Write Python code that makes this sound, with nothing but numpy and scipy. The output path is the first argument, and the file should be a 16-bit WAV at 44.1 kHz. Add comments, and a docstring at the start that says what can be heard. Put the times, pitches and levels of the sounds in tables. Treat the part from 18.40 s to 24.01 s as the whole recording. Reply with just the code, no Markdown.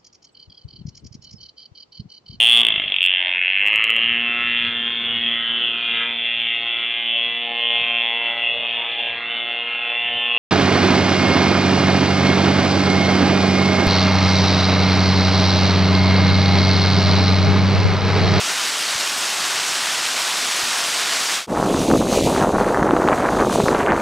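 """Sled runners hiss over packed snow, close by in still air, then farther back behind wind.
The runners are shaped noise with a bright sizzle; a trotting dog team adds short sprays of snow,
and the frame gives a few low bumps. A short fade through near silence joins the two scenes.
In the second, many short waves and a low rumble make wind on a bare microphone, with sharp pops.
Both channels carry the same sound."""
import sys
import numpy as np
from scipy import signal
from scipy.fft import rfft, irfft, next_fast_len
from scipy.io import wavfile
from scipy.ndimage import uniform_filter1d, map_coordinates

SR = 44100
rng = np.random.default_rng(int(sys.argv[2]) if len(sys.argv) > 2 else 0)


def log_audio(samples):
    """Write samples as a 16-bit WAV file to the path given in sys.argv[1]."""
    # one column per channel
    frames = np.atleast_2d(samples).T
    # limit to full scale, then quantise
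    limited = np.clip(frames, -1, 1)
    pcm = np.round(limited * 32767).astype(np.int16)
    wavfile.write(sys.argv[1], SR, pcm)


N = 247401  # length in samples

# tone of the runners in still air: pitch_hz, relative level_db (per Hz)
STILL_HISS_TONE = [(20, -34), (60, -32), (144, -21.5), (200, -18), (306, -14), (484, -14), (686, -8.5),
                   (1400, -5), (2020, -6.5), (3100, -5.5), (5500, -7), (8000, -11.5), (11000, -24),
                   (15700, -41)]
# tone of the bright sizzle of snow crystals: pitch_hz, relative level_db (per Hz)
SIZZLE_TONE = [(5000, -34), (8000, 0.5), (10500, -2.5), (13000, -9), (15700, -18)]
# the clearest paw falls of the trotting team: start_s (middle of the spray), level_db
PAW_FALLS = [(0.188, -39), (0.393, -40), (0.667, -38), (0.787, -37), (0.999, -37), (1.283, -38.5),
             (1.538, -39), (1.674, -37), (1.883, -38.5), (1.973, -35), (2.171, -37), (2.388, -32),
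             (2.606, -35), (2.85, -38)]
# soft bumps through the sled frame: start_s (middle of the bump), level_db (peak), pitch_hz
FRAME_BUMPS = [(.557, -30.5, 118.6), (1.17, -49, 99.7), (1.429, -42, 100), (2.04, -50, 100),
               (2.235, -36, 90)]
# fade between the two scenes: start_s, gain (1 = full level)
SCENE_FADE = [(2.95, 1), (3.067, 0.0049), (3.17, 1)]
# gusts on the microphone: start_s, level_db (small eddies, before their lumps)
GUSTS = [(3.18, -28), (3.5, -36), (3.72, -35), (3.84, -42), (3.98, -24), (4.08, -29), (4.22, -25),
         (4.5, -27), (4.7, -22), (5.02, -25), (5.08, -34), (5.26, -33), (5.34, -23), (5.5, -19), (5.6, -20)]
# tone of the deep wind rumble: pitch_hz, relative level_db (per Hz)
RUMBLE_TONE = [(15, -28), (30, 9), (80, 8), (170, -3), (400, 6), (650, 1.5), (1100, -47)]
# runners behind the wind, swelling twice: start_s, level_db (hiss)
WINDY_HISS_LEVEL = [(3.18, -35), (3.4, -32.5), (3.68, -32), (3.78, -26.5), (4.03, -32.5), (4.08, -41),
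                    (4.2, -38), (4.42, -42), (4.88, -39), (5.05, -35.5), (5.13, -31), (5.28, -32),
                    (5.36, -36.5), (5.51, -44), (5.6, -40)]
# tone of the runners behind the wind: pitch_hz, relative level_db (per Hz)
WINDY_HISS_TONE = [(1000, -26), (1800, -3), (2500, 3), (3300, 2.5), (4000, 3), (4600, 1), (5400, -1.5),
                   (6300, 3.5), (7300, -1), (10500, -12.5), (13500, -45), (15700, -38)]
# the sharpest eddies, heard as pops: start_s (middle of the pop), level_db (peak), pitch_hz
SHARP_POPS = [(3.1753, -3, 769), (3.2, -5, 764), (3.228, -2.5, 838), (3.3449, -8.5, 1062),
              (3.514, -2, 1040), (3.727, -6, 600), (3.978, -4, 655), (4.0265, -2, 968), (4.047, -1, 665),
              (4.184, -3, 925), (4.2116, -3, 961), (4.346, -1, 1077), (4.3736, -2, 960),
              (4.4286, -0.5, 1090), (4.4918, -2.5, 1012), (4.5094, 1.5, 940), (4.5377, -6, 925),
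              (4.5663, -0.5, 890), (4.6763, -4.5, 1410), (4.803, -5, 807), (4.8897, -3.5, 1130),
              (5.0011, -1, 880), (5.099, -5, 841), (5.1277, -6, 920), (5.1585, -0.5, 628),
              (5.2018, 1.5, 650), (5.284, 1.5, 1330), (5.3297, -3.5, 709), (5.349, -2.5, 1023),
              (5.4727, -3, 774), (5.521, -1.1, 1231)]

# still air: hiss at the start (dB), its slow growth (dB per s), sizzle relative to the hiss (dB)
STILL_DB, STILL_GROWS_DB_PER_S, STILL_SIZZLE_DB = -22.5, 0.46, -14
SPRAY_S = 0.018  # time from the middle of a spray until it falls to 37 percent
LARGE_EDDIES_DB = -19  # average level of the large eddies, before their lumps
WINDY_SIZZLE_DB = -8.5  # sizzle relative to the hiss behind the wind
LESSER_POP_DB, LESSER_POP_HZ = -7.5, 840  # middle of the range for the random pops
SWITCH_S, FADE_END_S = SCENE_FADE[1][0], SCENE_FADE[2][0]
CEILING = 0.71  # peak size where loud sounds round off
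TOP_HZ = 15750  # band limit


def amp(db):
    """Turn decibels into a plain multiplier."""
    return 10 ** (np.asarray(db) / 20)


def unit(x):
    """Scale x to an average strength (rms) of 1."""
    return x / np.sqrt(np.mean(x ** 2) + 1e-20)


def curves(rows):
    """Join table points by straight lines: one curve for each column after the time."""
    s, *cols = np.transpose(rows)
    return [np.interp(np.arange(N) / SR, s, c) for c in cols]


def wobble(rate):
    """A smooth random curve through rate random points a second."""
    points = rng.standard_normal(int(N * rate / SR) + 4)
    return map_coordinates(points, [np.arange(N) * rate / SR])


def coloured(x, tone):
    """Filter x to the (Hz, dB) points, joined on a log pitch scale, at rms 1."""
    m = next_fast_len(N + 8192)
    hz, db = np.transpose(tone)
    log_pitch = np.log(np.fft.rfftfreq(m, 1 / SR) + 1)
    gain = amp(np.interp(log_pitch, np.log(hz + 1), db))
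    return unit(irfft(rfft(x, m) * gain, m)[:N])


def patchy(patchy_db):
    """White noise whose level drifts in patches of time and pitch."""
    z = signal.stft(rng.standard_normal(N + 512), nperseg=512)[2]
    field = uniform_filter1d(rng.standard_normal(z.shape), size=10, axis=0)  # smooth over pitch
    field = uniform_filter1d(field, size=8, axis=1)  # smooth over time
    return signal.istft(z * amp(patchy_db * unit(field)), nperseg=512)[1][:N]


def wavelets(s, size, hz, phase, cycles):
    """Short wiggles of pressure centred on times s, each under a bell some cycles wide."""
    k = np.arange(-500, 500)
    u = k / SR * hz[:, None]  # time counted in cycles
    bell = np.exp(-(u / cycles) ** 2) * np.hanning(len(k))
    shape = size[:, None] * bell * np.cos(2 * np.pi * u + phase[:, None])
    at = np.clip(np.round(s * SR).astype(int)[:, None] + k, 0, N)
    return np.bincount(at.ravel(), shape.ravel(), N + 1)[:N]


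def runners(hiss_db, sizzle_db, tone, patchy_db, grit_db, chatter_db):
    """Snow crystals shear under the runners: dense, slightly gritty noise with a brighter sizzle."""
    grit = amp(grit_db * wobble(400))
    chatter = chatter_db * wobble(21.995)  # the runners skip over small ridges
    hiss = amp(hiss_db + chatter) * coloured(grit * patchy(patchy_db), tone)
    sizzle_level_db = hiss_db + sizzle_db + 1.2 * chatter + 0.88 * wobble(25.03)
    sizzle = amp(sizzle_level_db) * coloured(grit * patchy(patchy_db), SIZZLE_TONE)
    return hiss + sizzle


def paws():
    """Each paw kicks up snow: a short bell-shaped burst of bright noise."""
    t = np.arange(N) / SR
    spray = sum(amp(db) * np.exp(-((t - s) / SPRAY_S) ** 2) for s, db in PAW_FALLS)
    grainy_noise = amp(1.5 * wobble(500)) * rng.standard_normal(N)
    return spray * coloured(grainy_noise, SIZZLE_TONE)


def bumps():
    """The sled frame passes on each bump as one low downward push."""
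    s, db, hz = np.transpose(FRAME_BUMPS)
    return wavelets(s, -amp(db), hz, 0 * s, cycles=0.27)


def eddies(count, hz, octaves, scatter_db, cycles):
    """Random pressure waves in the windy scene, of mixed size and pitch around hz, at rms 1."""
    where, turn, big = rng.random((count, 3)).T
    s = SWITCH_S + where * (N / SR - SWITCH_S)
    spread = np.clip(rng.standard_normal(count), -2, 2)
    pitch = hz[(s * SR).astype(int)] * 2 ** (octaves * spread)
    size = amp(-scatter_db * np.log(big))  # a few come out much larger
    x = wavelets(s, size, pitch, 2 * np.pi * turn, cycles)
    return x / np.std(x[int(SWITCH_S * SR):])


def wind():
    """Wind buffets the microphone: eddies of two sizes come in lumps over a deep rumble."""
    small_db, = curves(GUSTS)
    large_db = LARGE_EDDIES_DB + 1.3 * wobble(9)
    lumps = 0.87 * wobble(45) + 0.48 * wobble(16)
    faster = amp(0.24 * (small_db + 29.0))  # stronger wind sheds quicker eddies
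    large = eddies(count=2000, hz=490 * faster ** 0.86, octaves=0.66, scatter_db=1.94, cycles=0.51)
    small = eddies(count=3000, hz=850 * faster, octaves=0.53, scatter_db=2.0, cycles=0.63)
    large = amp(large_db + 0.75 * lumps) * large
    small = amp(small_db + 2.44 * lumps) * small
    rumble = amp(large_db - 11.0) * coloured(patchy(patchy_db=0.51), RUMBLE_TONE)
    return large + small + rumble


def popping(count):
    """Sharp eddies pop as brief waves; random extra ones come thicker in stronger gusts."""
    s, db, hz = np.transpose(SHARP_POPS)
    listed = wavelets(s, amp(db), hz, 2 * np.pi * rng.random(len(s)), cycles=0.39)
    t = np.arange(N) / SR
    share = np.cumsum(amp(0.4 * curves(GUSTS)[0]) * (t > FADE_END_S))
    where, turn, big, high = rng.random((count, 4)).T
    when = np.interp(where, share / share[-1], t)
    size = amp(LESSER_POP_DB + 8.9 * (big - 0.5))
    pitch = LESSER_POP_HZ * 2 ** (0.57 * (high - 0.5))
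    return listed + wavelets(when, size, pitch, 2 * np.pi * turn, cycles=0.39)


def scene():
    """Play the still scene, then the windy one, and add the pops after the fade is applied."""
    t = np.arange(N) / SR
    still_db = STILL_DB + STILL_GROWS_DB_PER_S * t
    near_runners = runners(still_db, STILL_SIZZLE_DB, STILL_HISS_TONE,
                           patchy_db=0.74, grit_db=0.7, chatter_db=0.36)
    still = near_runners + paws() + bumps()
    far_runners = runners(curves(WINDY_HISS_LEVEL)[0], WINDY_SIZZLE_DB, WINDY_HISS_TONE,
                          patchy_db=0.93, grit_db=1.25, chatter_db=1.07)
    windy = wind() + far_runners
    both = np.where(t > SWITCH_S, windy, still) * curves(SCENE_FADE)[0]
    mono = both + popping(count=40)
    return np.array([mono, mono])


def record(dry):
    """The microphone thins the deepest bass, rounds off loud peaks and cuts the highest treble."""
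    m = next_fast_len(N + 8192)
    hz = np.fft.rfftfreq(m, 1 / SR)
    thin = irfft(rfft(dry, m) * hz / np.hypot(hz, 45), m)  # bass falls away below 45 Hz
    soft = thin / (1 + np.abs(thin / CEILING) ** 8) ** (1 / 8)
    return irfft(rfft(soft) * (hz < TOP_HZ), m)[:, :N]


dry = scene()
out = record(dry)
log_audio(out)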